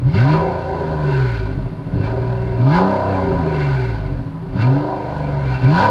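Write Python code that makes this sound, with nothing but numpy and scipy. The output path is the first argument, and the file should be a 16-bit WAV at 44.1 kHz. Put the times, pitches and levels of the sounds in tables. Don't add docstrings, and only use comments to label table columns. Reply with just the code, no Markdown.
import sys
import numpy as np
from scipy import signal
from scipy.fft import rfft, irfft, next_fast_len
from scipy.io import wavfile
from scipy.ndimage import uniform_filter1d

SR = 44100
rng = np.random.default_rng(int(sys.argv[2]) if len(sys.argv) > 2 else 0)


def digitize_waveform(pressure):
    field = np.atleast_2d(pressure).T
    bounded = np.clip(field, -1, 1)
    quanta = np.round(bounded * 32767).astype(np.int16)
    wavfile.write(sys.argv[1], SR, quanta)


N = 260190
TIME = np.arange(N) / SR

# (time [s], raggedness [0-1])
RAGGEDNESS = [(.15, .8), (.45, .22), (.65, .22), (1, .55), (1.6, 1), (2.25, .45), (2.7, .5), (2.9, .15),
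              (3.08, .17), (3.3, .8), (3.7, .5), (4.4, 1), (4.85, .25), (5.15, .28), (5.6, .7), (5.85, .22)]
# (pulse strength [dB], lateness [share of the firing interval])
CYLINDERS = [(-4, -.04), (-.4, .01), (.1, -.01), (-3, .29), (2.1, -.06), (1.5, -.18)]
LAYER_LEVELS = {"burble": (-27.5, -2.5, 0.5, 3, -3, -3, 1.5), "snarl": (-32, 12.5, 2.7, -1, -4.5, -4, 5),
                "blare": (-35, 17.5, 3.5, 6, 1.7, 0.5, 3.5), "rasp": (-40.5, 11, 4, 9.5, 9, -6, 2),
                "hiss": (-53.2, 9, 3.5, 11, 8.5, -2.5, 0.2), "spray": (-71, 13, -1.5, 3.5, 8, -5.5, -0.5)}
# (frequency [Hz], relative level [dB])
BRIGHT_SPECTRUM = [(3500, -35.5), (6000, 5.5), (8000, 1), (11000, -9), (15500, -11.5)]


def amp(db):
    return 10 ** (np.asarray(db) / 20)


def unit(x):
    return x / np.sqrt(np.mean(x ** 2) + 1e-20)


def curves(rows):
    times, *columns = np.transpose(rows)
    return [np.interp(TIME, times, column) for column in columns]


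def plateaus(rows, attack_s, release_s):
    return sum(size * np.clip((TIME - on) / attack_s, 0, 1) * np.clip(1 - (TIME - off) / release_s, 0, 1)
               for on, off, size in rows)


def swells(rows):
    return sum(size * np.exp(-((TIME - peak) / width) ** 2) for peak, width, size in rows)


def smooth(x, seconds):
    size = max(int(seconds * SR), 1)
    return uniform_filter1d(uniform_filter1d(x, size), size)


def at_level(x, db, seconds):
    return amp(db) * x / np.sqrt(abs(smooth(x ** 2, seconds)) + 1e-14)


def wander(rate_hz, size=4096):
    hz = np.fft.rfftfreq(size, TIME[-1] / size)
    drift = irfft(rfft(rng.standard_normal(size)) / (1 + (hz / rate_hz) ** 4), size)
    return np.interp(TIME, np.linspace(0, TIME[-1], size), unit(drift))


def colour(x, points):
    size = next_fast_len(N + 4096)
    hz, db = np.transpose(points)
    gain = amp(np.interp(np.log(np.fft.rfftfreq(size, 1 / SR) + 1), np.log(hz), db))
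    return unit(irfft(rfft(x, size) * gain, size)[:N])


def ring(x, modes, low_hz, high_hz, sway_db=3.0, sway_hz=7):
    out = np.zeros(N)
    for k, (hz, width, db) in enumerate(modes):
        mode = signal.lfilter(*signal.iirpeak(hz, hz / width, SR), x)
        out += (-1) ** k * amp(db + sway_db * wander(sway_hz)) * mode
    passband = signal.butter(3, [low_hz, high_hz], "band", fs=SR, output="sos")
    return unit(signal.sosfilt(passband, out))


def engine_state(firing_hz, cruise_hz=130):
    # (opens [s], closes [s], opening [about 1 = full])
    stabs = [(0.03, 0.099, 1), (0.131, .315, 0.99), (1.906, 2.016, 0.9), (2.579, 2.848, 0.96),
             (4.534, 4.76, 1.1), (5.615, 5.732, 0.84)]
    # (peak [s], half-width [s], strength [factor])
    barks = [(.18, .085, 1.12), (.345, 0.065, 0.64), (2.062, 0.05, 0.58), (2.757, 0.067, 0.8),
             (4.617, 0.047, 0.95), (5.81, 0.093, 1.13)]
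    # (begins [s], eases [s], strength [factor])
    overruns = [(.99, 1.34, 1.045), (3.452, 3.854, 0.84), (5.387, 5.53, 1.05)]
    # (middle [s], half-width [s], depth [factor])
    lulls = [(.12, 0.012, 0.44), (.65, 0.18, 0.48), (1.79, 0.088, 1.08), (3.01, 0.059, 0.31),
             (4.39, .11, 1.91), (4.95, 0.17, 0.8), (5.595, 0.021, 0.64)]
    octaves = np.log2(firing_hz / cruise_hz)
    throttle = plateaus(stabs, attack_s=0.025, release_s=0.14)
    overrun = plateaus(overruns, attack_s=0.16, release_s=0.28)
    rise_s, fade_s = 0.12, 0.25
    coasts = [plateaus([(closes, closes + rise_s, size)], rise_s, fade_s) for _, closes, size in stabs]
    coast = np.max(coasts, axis=0) * np.clip(1 - throttle, 0, 1)
    return np.array([octaves, throttle, swells(barks), overrun, swells(lulls), coast])


def level(rule, state):
    return rule[0] + np.array(rule[1:]) @ state


def crank(firing_hz, wobble=0.0067):
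    ragged, = curves(RAGGEDNESS)
    shaken_hz = firing_hz * (1 + wobble * ragged * wander(30))
    return np.cumsum(shaken_hz) / SR / len(CYLINDERS)


def pulses(cycles, size=4096, harmonics=170):
    order = np.arange(harmonics)
    lines = sum(amp(db) * np.exp(-2j * np.pi * order * (k + late) / len(CYLINDERS))
                for k, (db, late) in enumerate(CYLINDERS))
    lines[:2] = 0
    lines[[3, 6, 9, 12]] = 0
    return unit(np.interp(cycles % 1, np.arange(size) / size, irfft(lines, size)))


def puffs(cycles, steady, decay, uneven_db):
    firings = cycles * len(CYLINDERS)
    which = firings.astype(int)
    scatter_db = uneven_db * rng.standard_normal(2048)[which % 2048]
    strength_db = np.array(CYLINDERS)[which % len(CYLINDERS), 0] + scatter_db
    flare = amp(strength_db) * np.exp(-(firings % 1) / decay)
    return unit((steady + flare) * rng.standard_normal(N))


def exhaust_flow(cycles, beat):
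    ragged, = curves(RAGGEDNESS)
    return beat + 2.6 * ragged * puffs(cycles, steady=0.4, decay=0.55, uneven_db=3.5)


def ambience(level_db=-42):
    # (frequency [Hz], relative level [dB])
    wash_spectrum = [(20, -27.5), (50, -9.5), (160, -4), (1000, -5), (4600, -32), (6500, -41.5),
                     (11000, -40), (15500, -54)]
    return amp(level_db) * colour(rng.standard_normal(N), wash_spectrum)


def boom(cycles, firing_hz, state, flutter=0.1):
    tone_levels = [(-17, 8, -14.5, 0, 2, -11, -5), (-16, 11, 10, -0.24, 3.2, -30, 2.5),
                   (-19, 1, -.5, -1, -9.5, -14.5, -8), (-27.5, -5, 16, -1.2, 1.5, 3, 6)]
    # (frequency [Hz], gain [dB])
    silencer = [(32, -36), (42, -4.5), (52, -8), (76, -15.5), (95, -8.5), (130, -3.5), (170, -11.5),
                (220, -23), (285, -6), (335, -13.5), (420, -9)]
    hz, gain_db = np.transpose(silencer)
    bank_turns = cycles * len(CYLINDERS) / 2
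    out = np.zeros(N)
    for k, rule in enumerate(tone_levels, 1):
        db = level(rule, state) + np.interp(np.log(k * firing_hz / 2), np.log(hz), gain_db)
        tone = np.sqrt(2) * np.cos(2 * np.pi * k * bank_turns)
        out += amp(db) * tone * (1 + flutter * wander(10))
    return out


def burble(flow, state):
    # (frequency [Hz], width [Hz], relative level [dB])
    muffler_modes = [(46.4, 63, -1), (89, 57, 1.5), (126.2, 30.4, 6.5), (206, 16, -7.5),
                     (270.6, 21.2, -1.5), (308, 12, -9)]
    # (peak [s], half-width [s], lift [dB])
    thumps = [(.07, 0.035, 1), (1.59, 0.045, 4.5), (1.97, 0.041, 8.5), (3.36, 0.12, 7.5),
              (4.17, 0.041, 1.5), (4.57, 0.029, 6), (5.635, 0.032, 10)]
    db = level(LAYER_LEVELS["burble"], state) + swells(thumps)
    return at_level(ring(flow, muffler_modes, 28, 334), db, seconds=0.036)


def drone(flow, trim_db=-0.5):
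    # (frequency [Hz], width [Hz], relative level [dB])
    long_pipe_modes = [(382.4, 7.4, -2), (417.9, 7.2, -13.5)]
    # (time [s], level [dB])
    fader = [(0.0, -55), (0.16, -25.5), (0.26, -36), (0.34, -20), (0.67, -30), (0.71, -27), (0.95, -26),
             (0.98, -38), (1.08, -21.5), (1.76, -41.5), (2.1, -27), (2.76, -30), (2.82, -24), (3.04, -27.5),
             (3.33, -22), (3.42, -31.5), (3.53, -19.5), (4.32, -45), (4.85, -23.5), (5.11, -41.5),
             (5.8, -28.5), (5.9, -41)]
    return at_level(ring(flow, long_pipe_modes, 350, 421), curves(fader)[0] + trim_db, seconds=0.22)


def snarl(flow, state):
    # (frequency [Hz], width [Hz], relative level [dB])
    mid_pipe_modes = [(498.7, 47, 1.3), (556.6, 15.6, 8.2), (633.2, 13.3, 9), (708.3, 10, 5)]
    db = level(LAYER_LEVELS["snarl"], state)
    return at_level(ring(flow, mid_pipe_modes, 414, 754), db, seconds=0.086)


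def blare(flow, state):
    # (frequency [Hz], width [Hz], relative level [dB])
    tailpipe_modes = [(759.8, 15.7, 6.7), (851.6, 19, 3.5), (931.6, 18.6, 6.8), (991, 33, 6.45)]
    db = level(LAYER_LEVELS["blare"], state)
    return at_level(ring(flow, tailpipe_modes, 700, 1164), db, seconds=0.29)


def rasp(flow, cycles, state, steepening=0.27, loud_db=-25):
    # (frequency [Hz], width [Hz], relative level [dB])
    tip_modes = [(1219.4, 22, 14.5), (1441, 8.3, -9.5), (1425, 7.8, -2.5), (1652, 6, -2)]
    # (frequency [Hz], width [Hz], relative level [dB])
    gas_modes = [(1495.6, 80, 4.5), (2135, 97, -6), (2337, 55, -6), (2714, 42, -5.5)]
    blare_db, throttle = level(LAYER_LEVELS["blare"], state), state[1]
    metal_db = blare_db - 14 + steepening * (blare_db - loud_db)
    metal = amp(metal_db) * ring(flow, tip_modes, 1354, 1800)
    turbulence = puffs(cycles, steady=2.9, decay=0.39, uneven_db=2)
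    rush_db = level(LAYER_LEVELS["hiss"], state) + 8.5 - 4 * throttle
    rush = amp(rush_db) * ring(turbulence, gas_modes, 880, 3100)
    return at_level(metal + rush, level(LAYER_LEVELS["rasp"], state), seconds=0.059)


def hiss(cycles, state, trim_db=1):
    # (frequency [Hz], relative level [dB])
    jet_spectrum = [(1500, -28.5), (2900, -7.5), (4400, -9), (4900, -10.5), (5400, -19), (6200, -25.5),
                    (6950, -26.5), (7500, -33), (15500, -43)]
    # (frequency [Hz], width [Hz], relative level [dB])
    outlet_modes = [(4280, 140, 1), (4320, 77, 4.7), (4730, 21, 0.5)]
    turbulence = puffs(cycles, steady=1.4, decay=1, uneven_db=3)
    jet = colour(turbulence, jet_spectrum)
    outlets = amp(-8) * ring(turbulence, outlet_modes, 3300, 5200, sway_db=-0.5)
    return amp(level(LAYER_LEVELS["hiss"], state) + trim_db) * unit(jet + outlets)


def spray(cycles, state):
    turbulence = puffs(cycles, steady=0.8, decay=0.5, uneven_db=2)
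    return amp(level(LAYER_LEVELS["spray"], state)) * colour(turbulence, BRIGHT_SPECTRUM)


def whine(pitch_hz=9152, level_db=-79, start_s=1.48, end_s=2.65):
    hz = pitch_hz + 18 * wander(60)
    tone = np.sqrt(2) * np.sin(2 * np.pi * np.cumsum(hz) / SR)
    gate = smooth(1.0 * ((TIME > start_s) & (TIME < end_s)), seconds=0.02)
    return amp(level_db) * gate * tone


def ticks(decay_s=0.0012):
    # (time [s], level [dB])
    clicks = [(5.1824, -50), (5.6452, -47)]
    envelope = sum(amp(db) * (TIME >= s) * np.exp(-abs(TIME - s) / decay_s) for s, db in clicks)
    return envelope * colour(rng.standard_normal(N), BRIGHT_SPECTRUM)


def scene():
    # (time [s], firing rate [Hz])
    revs = [(.06, 61.46), (.15, 90.8), (.2, 115.9), (.3, 151.9), (.4, 163.4), (.5, 171.9), (.7, 169.5),
            (.9, 157.5), (1.1, 143.5), (1.4, 108.3), (1.7, 80.92), (1.9, 79.1), (2.1, 115.5), (2.3, 121.7),
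            (2.62, 118.5), (2.7, 144.1), (2.76, 178.3), (2.9, 197.3), (3.1, 194.4), (3.4, 165.8),
            (3.5, 158.4), (3.8, 127.3), (4, 102.9), (4.3, 76.5), (4.4, 82.8), (4.52, 83.3), (4.6, 101.5),
            (4.65, 122.2), (4.8, 147), (4.9, 152.8), (5.2, 149.7), (5.4, 140.1), (5.5, 128.1),
            (5.66, 126.7), (5.75, 169), (5.85, 212.6)]
    firing_hz, = curves(revs)
    state = engine_state(firing_hz)
    cycles = crank(firing_hz)
    exhaust = boom(cycles, firing_hz, state)
    ragged, = curves(RAGGEDNESS)
    beat = pulses(cycles) * (1 + 0.54 * ragged * wander(66))
    exhaust += burble(exhaust_flow(cycles, beat), state)
    exhaust += drone(exhaust_flow(cycles, beat))
    exhaust += snarl(exhaust_flow(cycles, beat), state)
    exhaust += blare(exhaust_flow(cycles, beat), state)
    exhaust += rasp(exhaust_flow(cycles, beat), cycles, state)
    exhaust += hiss(cycles, state) + spray(cycles, state)
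    return (ambience() + exhaust + whine() + ticks())[None]


def record(dry, cutoff_hz=15650):
    lowpass = signal.firwin(511, cutoff_hz, window=("kaiser", 9), fs=SR)
    return signal.oaconvolve(dry, lowpass[None], "same")


dry = scene()
out = record(dry)
digitize_waveform(out)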